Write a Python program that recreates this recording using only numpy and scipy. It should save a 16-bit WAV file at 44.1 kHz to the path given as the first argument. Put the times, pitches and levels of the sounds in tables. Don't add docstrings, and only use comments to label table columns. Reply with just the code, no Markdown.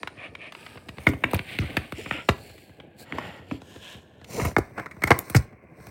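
import sys
import numpy as np
from scipy import signal
from scipy.fft import rfft, irfft, next_fast_len
from scipy.io import wavfile
from scipy.ndimage import uniform_filter1d, map_coordinates

SR = 44100
rng = np.random.default_rng(int(sys.argv[2]) if len(sys.argv) > 2 else 0)


def transcribe(signal):
    frames = np.atleast_2d(signal).T
    limited = np.clip(frames, -1, 1)
    pcm = np.round(limited * 32767).astype(np.int16)
    wavfile.write(sys.argv[1], SR, pcm)


N = 260569

# frequency in Hz, seconds to fall 60 dB.
ROOM_DECAY = [(100, 0.18), (400, 0.23), (2200, 0.29), (6000, 0.3), (15000, 0.069)]
# frequency in Hz, gain in dB.
ROOM_COLOUR = [(100, -11.5), (400, -11.5), (2200, -19.0), (5000, -17.5), (15000, -15.0)]
CHAFE_COLOUR = [(2500, -20.0), (5000, 13.5), (15000, -8.5)]
# frequency in Hz, gain in dB.
RUMBLE_COLOUR = [(20, -67.5), (45, -19.5), (85, -1.5), (130, -3.5), (280, -5.5), (550, -9), (800, -15.5),
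                 (1500, -53.5)]
SCRAPE_COLOUR = [(300, -41), (520, -3.5), (700, -3.5), (1100, -6), (1800, -6.5), (2200, -12.5),
                 (3200, -63.5)]
HISS_COLOUR = [(3000, -10), (4300, 3), (5200, -0.5), (6500, -9), (8000, -2), (16000, -3.5)]
CASE_COLOUR = [(20, -53.5), (38, -39), (55, -8), (75, 0.5), (260, 0), (1600, -1.5), (2200, 2), (2800, 2),
               (4000, 0), (7000, -4), (8400, 0), (10300, -5.5), (12200, -3), (16000, -7)]
# start in seconds, rasp centre, rasp width, upper edge
# and hiss peak in Hz, then gains of the hiss peak, the top hiss and the contacts' tick in dB.
GRIPS = [(0, 2385, 324, 3960, 8950, 1.5, -32.5, 4.5), (.52, 2440, 610, 4940, 9200, 0, -9.5, 1.5),
         (1.0, 2260, 560, 3800, 8700, -1, -0.5, -7.5), (1.3, 2200, 925, 4450, 8640, 6.5, 0, -4.5),
         (1.95, 2500, 1110, 3570, 7740, -8, -9.5, -3), (2.28, 2300, 880, 3940, 11200, -31, -4, 2.5),
         (3.05, 3000, 1500, 3420, 9000, -19, -12.5, 2), (3.6, 3100, 940, 4050, 8340, -25, -9, 13),
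         (4.25, 2300, 900, 3320, 6850, 0.5, -3, -4.5), (4.54, 2300, 450, 2480, 6500, -9, -1, 1.5)]
# start and length in seconds, first and last pitch in Hz, level in dB.
PITCHED_SOUNDS = [(1.968, 0.041, 235, 630, -32.5), (2.129, 0.034, 263, 340, -34),
                  (4.375, 0.025, 485, 440, -23.5), (4.58, 0.0086, 412, 355, -12)]
# start and length in seconds, rasp level in dB, then rumble, scrape
# and hiss in dB relative to the rasp, all ahead of the trims in rubbing().
STROKES = [(0.175, 0.1, -37.5, -12, -3.5, -27), (0.407, 0.082, -36, -20, -8.5, -27),
           (0.542, 0.23, -50.5, -13, -3.5, -9.5), (0.99, 0.15, -47, 1, -3, -7),
           (1.225, 0.19, -43, 4, -5, -17), (1.463, 0.2, -35.5, -4.5, -13.5, -17.5),
           (1.63, 0.22, -40, -0.5, -6.5, -20.5), (1.955, 0.18, -40.5, -1, -17, -9.5),
           (2.113, 0.11, -36, -9, -4, -23.5), (2.261, 0.44, -55, -22, -25, -2),
           (2.986, 0.05, -61, 10, 3, 10), (3.127, 0.24, -43, 5.5, 3.5, -12),
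           (3.487, 0.09, -50, 6.5, -11, -10.5), (3.662, 0.13, -52, 5.5, -2, -7.5),
           (3.813, 0.14, -42, -12, -5.5, -11), (4.291, 0.12, -47.5, 11.5, 1, 4.5),
           (4.374, 0.12, -43, 12, 6.5, 2.5), (4.759, 0.094, -47.5, 5, 3, -13),
           (5.044, 0.19, -50, 16.5, 8, -0.5), (5.252, 0.17, -51, 8, 5, 0.5),
           (5.796, 0.18, -59, -3, 4.5, 1.5)]
# time in seconds, relative level in dB.
CREEP_HISS = [(0.0, -58), (0.31, -68), (1.61, -58), (2.5, -59.5), (2.78, -94), (3.78, -58.5), (4.08, -69.5),
              (4.32, -82), (4.42, -54), (4.85, -70), (5.26, -59), (5.49, -84), (5.73, -82.5), (5.9, -71)]
# frequency in Hz, gain in dB, seconds to fall 60 dB.
CASE_MODES = [(116, -9, 0.17), (274.6, -3.5, 0.19), (304, 1.5, 0.082), (385, -9, 0.12), (2213, 7.5, 0.013),
              (3570, -17, 0.016)]
# start in seconds, drive of low and of high modes in dB.
FREE_BLOWS = [(1.068, -25.5, 0), (1.084, -18, -40), (1.242, -24.5, -12), (3.123, -32.5, -37),
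              (3.512, -24, -53)]
REGISTERS_HZ = [105, 340, 950, 2150, 5000, 11500]
# start in seconds, scuff length in ms, then strength, weight, hardness
# and fizz in dB. Weight (the thump) and fizz are relative to strength; hardness tips clack towards tap.
CONTACTS = [(0.0311, 3, 8.5, -5, -2.5, -31.5), (0.073, 5.7, 6.5, -11, 0, -28.5),
            (0.351, 3.5, 0, -11, 2, -30.5), (0.521, 7.3, -1.5, -25, -0.5, -22),
            (0.549, 4.3, -1, -22, -1.5, -33), (0.663, 4.5, 0.5, -12, 0, -31.5),
            (0.773, 5.7, -4, -8, -1.5, -43), (0.885, 8.5, 0.5, 13.5, 1.5, -21.5),
            (0.983, 2.1, 0, 14.5, -1.5, -45), (1.0661, 7.9, 21, 13.5, -1.5, -25.5),
            (1.087, 7.6, 4.5, 8.5, -5, -8.5), (1.133, 7.1, 1.5, 20, -7, -23),
            (1.2374, 4.05, 21.5, -1, 2, -33.5), (1.31, 6, -6.5, 8.5, 6, -1.5),
            (1.3324, 5.3, 11, 21.5, -9, -15), (1.343, 7.1, 0.5, 25, 10.5, 3.5),
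            (1.353, 2.5, 2, 23.5, -3.5, -23.5), (1.391, 3.5, 7, 9, 7.5, -28.5),
            (1.587, 3.2, 10.5, 23.5, 7, -19), (1.607, 39, 2.5, 25, 0.5, -35), (1.63, 13, -8, 34.5, -5, -29),
            (1.7677, 6.7, 18, 8.5, 0.5, -20), (1.922, 4.1, 7, 12, -3, -19), (2.059, 6.8, 3.5, 11, 2, -37),
            (2.1095, 4.2, 15.5, 1.5, 2, -36.5), (2.287, 6.4, 24, 11, -1, -25),
            (2.578, 8, -11.5, 9, 1.5, -17), (2.799, 7.2, -6, -1, 0.5, -35),
            (3.1232, 0.92, 7.5, 7.5, 3, -49), (3.183, 4.9, 11.5, -2, -6, -33),
            (3.5115, 3.3, 5.5, 16.5, -2.5, -35), (3.617, 3.8, -9.5, 15, -8.5, -26),
            (4.243, 7, -13, 5, 5.5, -10.5), (4.396, 10.3, 11, 12, -3.5, -38.5),
            (4.412, 6.7, 4, 26.5, 4, -27), (4.448, 11, 9.5, 21.5, -3.5, -6.5),
            (4.513, 3.9, -7, 22, -3, -13), (4.5647, 2.5, 25.5, 3, -2, -41), (4.5825, 6, 11, 19, -6, -14),
            (4.776, 21, 9, 1, -7.5, -33), (4.795, 7.7, 8.5, -9, 1, -34), (4.858, 9.2, 5, -14, 0, -30),
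            (4.91, 9.2, -2, 2, 6.5, -23), (5.019, 6.5, 9, 4, 2.5, -26.5), (5.036, 5.7, 20, 8, 1.5, -16.5),
            (5.071, 12, 14, 3, 1, -15.5), (5.1045, 7, 26, 9, -5, -23), (5.113, 6.5, 30, -1.5, -2.5, -40.5),
            (5.1891, 2.6, 3, -4, -1.5, 9.5), (5.298, 5.4, 0, 17, -2, 0.5), (5.346, 7.8, 20, 23, 2.5, -18),
            (5.352, 15.6, 9, 35, 4, -6), (5.364, 6.4, 12.5, 9.5, -0.5, -10), (5.867, 7.2, -6, 15, -3.5, -9)]


def amp(db):
    return 10 ** (np.asarray(db) / 20)


def unit(x):
    return x / np.sqrt(np.mean(x ** 2) + 1e-20)


def along(points, hz):
    frequencies, values = np.transpose(points)
    return np.interp(np.log(hz + 1), np.log(frequencies + 1), values)


def wobble(per_s):
    knots = rng.standard_normal(int(N * per_s / SR) + 4)
    return map_coordinates(knots, [np.arange(N) * per_s / SR])


def filtered(x, response):
    size = next_fast_len(N + SR // 2)
    return irfft(rfft(x, size) * response(np.fft.rfftfreq(size, 1 / SR)), size)[:N]


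def coloured(x, colour):
    return filtered(x, lambda hz: amp(along(colour, hz)))


def causal(gain):
    cepstrum = irfft(np.log(np.maximum(gain, 1e-6)))
    half = len(cepstrum) // 2
    cepstrum[1:half] *= 2
    cepstrum[half + 1:] = 0
    return np.exp(rfft(cepstrum))


def add(track, start_s, sound):
    start = max(0, round(start_s * SR))
    track[start:start + len(sound)] += sound[:max(0, N - start)]


def ripple(hz, depth_db, step_hz):
    return amp(depth_db * map_coordinates(rng.standard_normal(1024), [hz / step_hz], mode="mirror"))


def bedroom(knocks, delay_s):
    hz, t, noise = signal.stft(rng.standard_normal(SR // 2), SR, nperseg=256)
    decay = amp(-60 * t / along(ROOM_DECAY, hz)[:, None])
    tail = signal.istft(noise * decay, SR, nperseg=256)[1]
    tail = np.pad(tail / np.linalg.norm(tail), (round(delay_s * SR), 0))
    return coloured(signal.fftconvolve(knocks, tail)[:N], ROOM_COLOUR)


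def chafing(handling, gain_db, below_hz):
    swing = filtered(handling, lambda hz: 1 / (1 + (hz / below_hz) ** 4))
    chafe = unit(coloured(rng.standard_normal(N), CHAFE_COLOUR))
    return amp(gain_db) * swing ** 2 * chafe


def squeaks_and_knock(jitter=0.04, overtone_db=-15):
    track = np.zeros(N)
    for start_s, length_s, first_hz, last_hz, db in PITCHED_SOUNDS:
        age = np.linspace(0, 1, int(length_s * SR))
        glide_hz = first_hz * (last_hz / first_hz) ** age
        pitch_hz = glide_hz * (1 + jitter * wobble(per_s=220)[:len(age)])
        phase = 2 * np.pi * np.cumsum(pitch_hz) / SR
        tone = np.sin(phase) + amp(overtone_db) * np.sin(2 * phase)
        add(track, start_s, amp(db) * np.sin(np.pi * age) * tone)
    return track


def friction(grain_db, grains_per_s):
    return unit(rng.standard_normal(N) * amp(grain_db * wobble(grains_per_s)))


def gripped(slips, gain, ripple_db, step_hz, size=16384):
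    hz, t = np.fft.rfftfreq(size, 1 / SR), np.arange(N) / SR
    hold = np.searchsorted([grip[0] for grip in GRIPS[1:]], t)
    track = np.zeros(N)
    for k, (_, *tuning) in enumerate(GRIPS):
        colour = gain(hz, *tuning) * ripple(hz, ripple_db, step_hz)
        response = irfft(causal(colour))[:size // 8]
        crossfade = uniform_filter1d((hold == k) * 1., size=600)
        track += crossfade * signal.oaconvolve(slips, response / np.linalg.norm(response))[:N]
    return track


def resonance(hz, centre_hz, width_hz):
    return np.abs(hz * width_hz / (centre_hz ** 2 - hz ** 2 + 1j * hz * width_hz))


def scrape_gain(hz, *tuning):
    return amp(along(SCRAPE_COLOUR, hz))


def rasp_gain(hz, rasp_hz, width_hz, edge_hz, *treble):
    high_cut = 1 + (hz / edge_hz) ** 10
    low_cut = 1 + (1650 / (hz + 1)) ** 7
    return resonance(hz, rasp_hz, width_hz) / high_cut / low_cut


def hiss_gain(hz, rasp_hz, width_hz, edge_hz, peak_hz, peak_db, top_db, tick_db):
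    slope_db = along([(7000, 0.0012), (12000, top_db)], hz)
    peak = resonance(hz, peak_hz, 0.16 * peak_hz) ** 2
    return amp(along(HISS_COLOUR, hz) + slope_db) + amp(peak_db) * peak


def swished(hiss, delay_ms, sway, echo):
    lag = delay_ms * SR / 1000 * np.exp(sway * wobble(per_s=2.5))
    return unit(hiss + echo * map_coordinates(hiss, [np.arange(N) - lag]))


def slide_levels(steepness=4.37, uneven_db=1.8, tremor_db=1.17, creep_db=(-48, -59.5, -61, -1.5)):
    t, power = np.arange(N) / SR, np.zeros((4, N))
    for start_s, length_s, rasp_db, rumble_db, scrape_db, hiss_db in STROKES:
        speed = 1 / (1 + np.abs(2 * (t - start_s) / length_s - 1) ** steepness)
        gains = amp(rasp_db + np.array([rumble_db, scrape_db, 0, hiss_db]))
        power += np.outer(gains ** 2, speed ** 2)
    sliding = np.sqrt(power) * amp(uneven_db * wobble(per_s=15))
    resting = np.outer(amp(creep_db), amp(tremor_db * wobble(per_s=9)))
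    resting[3] *= amp(np.interp(t, *np.transpose(CREEP_HISS)))
    return 20 * np.log10(np.hypot(sliding, resting))


def rubbing():
    rumble_db, scrape_db, rasp_db, hiss_db = slide_levels()
    rumble = unit(coloured(friction(grain_db=3.0, grains_per_s=71), RUMBLE_COLOUR))
    scrape = gripped(friction(grain_db=0.5, grains_per_s=110), scrape_gain, ripple_db=4.5, step_hz=136.6)
    rasp = gripped(friction(grain_db=2.5, grains_per_s=490), rasp_gain, ripple_db=0, step_hz=166)
    hiss = gripped(friction(grain_db=2.0, grains_per_s=310), hiss_gain, ripple_db=3, step_hz=614)
    hiss = swished(hiss, delay_ms=0.803, sway=0.22, echo=0.18)
    return (amp(rumble_db - 4.0) * rumble + amp(scrape_db - 3.0) * scrape
            + amp(rasp_db - 4.5) * rasp + amp(hiss_db - 2.0) * hiss)


def case_ringing(attack_s, detune):
    track, t = np.zeros(N), np.arange(SR // 4) / SR
    rise = (1 - np.exp(-t / attack_s)) ** 2
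    for start_s, low_db, high_db in FREE_BLOWS:
        for hz, db, t60 in CASE_MODES:
            strength_db = db + along([(400, low_db), (2000, high_db)], hz) + rng.normal()
            swing = np.sin(2 * np.pi * hz * (1 + detune * rng.normal()) * t)
            add(track, start_s, amp(strength_db - 60 * t / t60) * swing * rise)
    return track


def through_case(x, cycles, corner_hz):
    return filtered(x, lambda hz: np.exp(-2j * np.pi * cycles * np.log1p(hz / corner_hz)))


def light_touches(count, scuff_ms=6.5, strength_db=-13.5, spread_db=3.5):
    weight_db, hardness_db, fizz_db = 22, -2.5, -31.5
    return [((k + place) * N / SR / count, scuff_ms, strength_db + spread_db * (2 * force - 1),
             weight_db, hardness_db, fizz_db) for k, (place, force) in enumerate(rng.random((count, 2)))]


def contact_colour(start_s, strength_db, weight_db, hardness_db, fizz_db):
    _, _, _, edge_hz, *_, grip_tick_db = [grip for grip in GRIPS if grip[0] <= start_s][-1]
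    knock_db = -1 + 0.46 * weight_db - 0.51 * hardness_db
    tick_db = -11 + 0.37 * fizz_db + grip_tick_db
    levels = strength_db + np.array([weight_db, knock_db, -hardness_db, hardness_db, tick_db, fizz_db])
    tap, tick = levels[3:5]
    cliff = [(edge_hz, (tap + tick) / 2), (1.12 * edge_hz, tick)]
    return sorted([*zip(REGISTERS_HZ, levels), *cliff])


def finger_contacts(scuff_cycles, fade_db, spiky_db, ripple_db, thump_db, treble_db, size=8192):
    track, t, hz = np.zeros(N), np.arange(size) / SR, np.fft.rfftfreq(size, 1 / SR)
    case_db = along(CASE_COLOUR, hz) + along([(105, thump_db), (11500, treble_db)], hz)
    lead = size // 32
    for start_s, scuff_ms, *touch in CONTACTS + light_touches(count=22):
        slips, sizes = rng.standard_normal((2, size))
        scuff_s = scuff_ms / 1000 if scuff_ms > 1 else 0.001
        age = t / scuff_s
        catches = unit(uniform_filter1d(sizes, size=24))
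        scuff = rfft(slips * amp(spiky_db * catches - fade_db * age) * (1 - np.exp(-5 * age)))
        power = np.abs(uniform_filter1d(np.abs(scuff) ** 2, size=200))
        scuff /= np.sqrt(power + 1e-12)
        scuff_share = 1 - 1 / (1 + (hz * scuff_s / scuff_cycles) ** 2) ** 2
        force = np.sqrt(1 - scuff_share) + np.sqrt(scuff_share) * scuff
        colour = amp(along(contact_colour(start_s, *touch), hz) + case_db)
        colour *= ripple(hz, ripple_db * scuff_share, step_hz=404)
        contact = irfft(force * causal(colour))
        add(track, start_s, np.roll(contact, lead)[:size // 2])
    return np.pad(track[lead:], (0, lead))


def scene():
    taps = finger_contacts(scuff_cycles=8, fade_db=16, spiky_db=5, ripple_db=3,
                           thump_db=-2, treble_db=-4.5)
    knocks = taps + case_ringing(attack_s=0.001, detune=0.023)
    handling = through_case(knocks + rubbing() + squeaks_and_knock(), cycles=2.032, corner_hz=30)
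    buzz = chafing(handling, gain_db=-9.5, below_hz=350)
    return (handling + buzz + bedroom(knocks, delay_s=0.008))[None]


def record(dry, top_hz=16100):
    rounded = dry[0] / (1 + np.abs(dry[0]) ** 6) ** (1 / 6)
    return filtered(rounded, lambda hz: hz < top_hz)[None]


dry = scene()
out = record(dry)
transcribe(out)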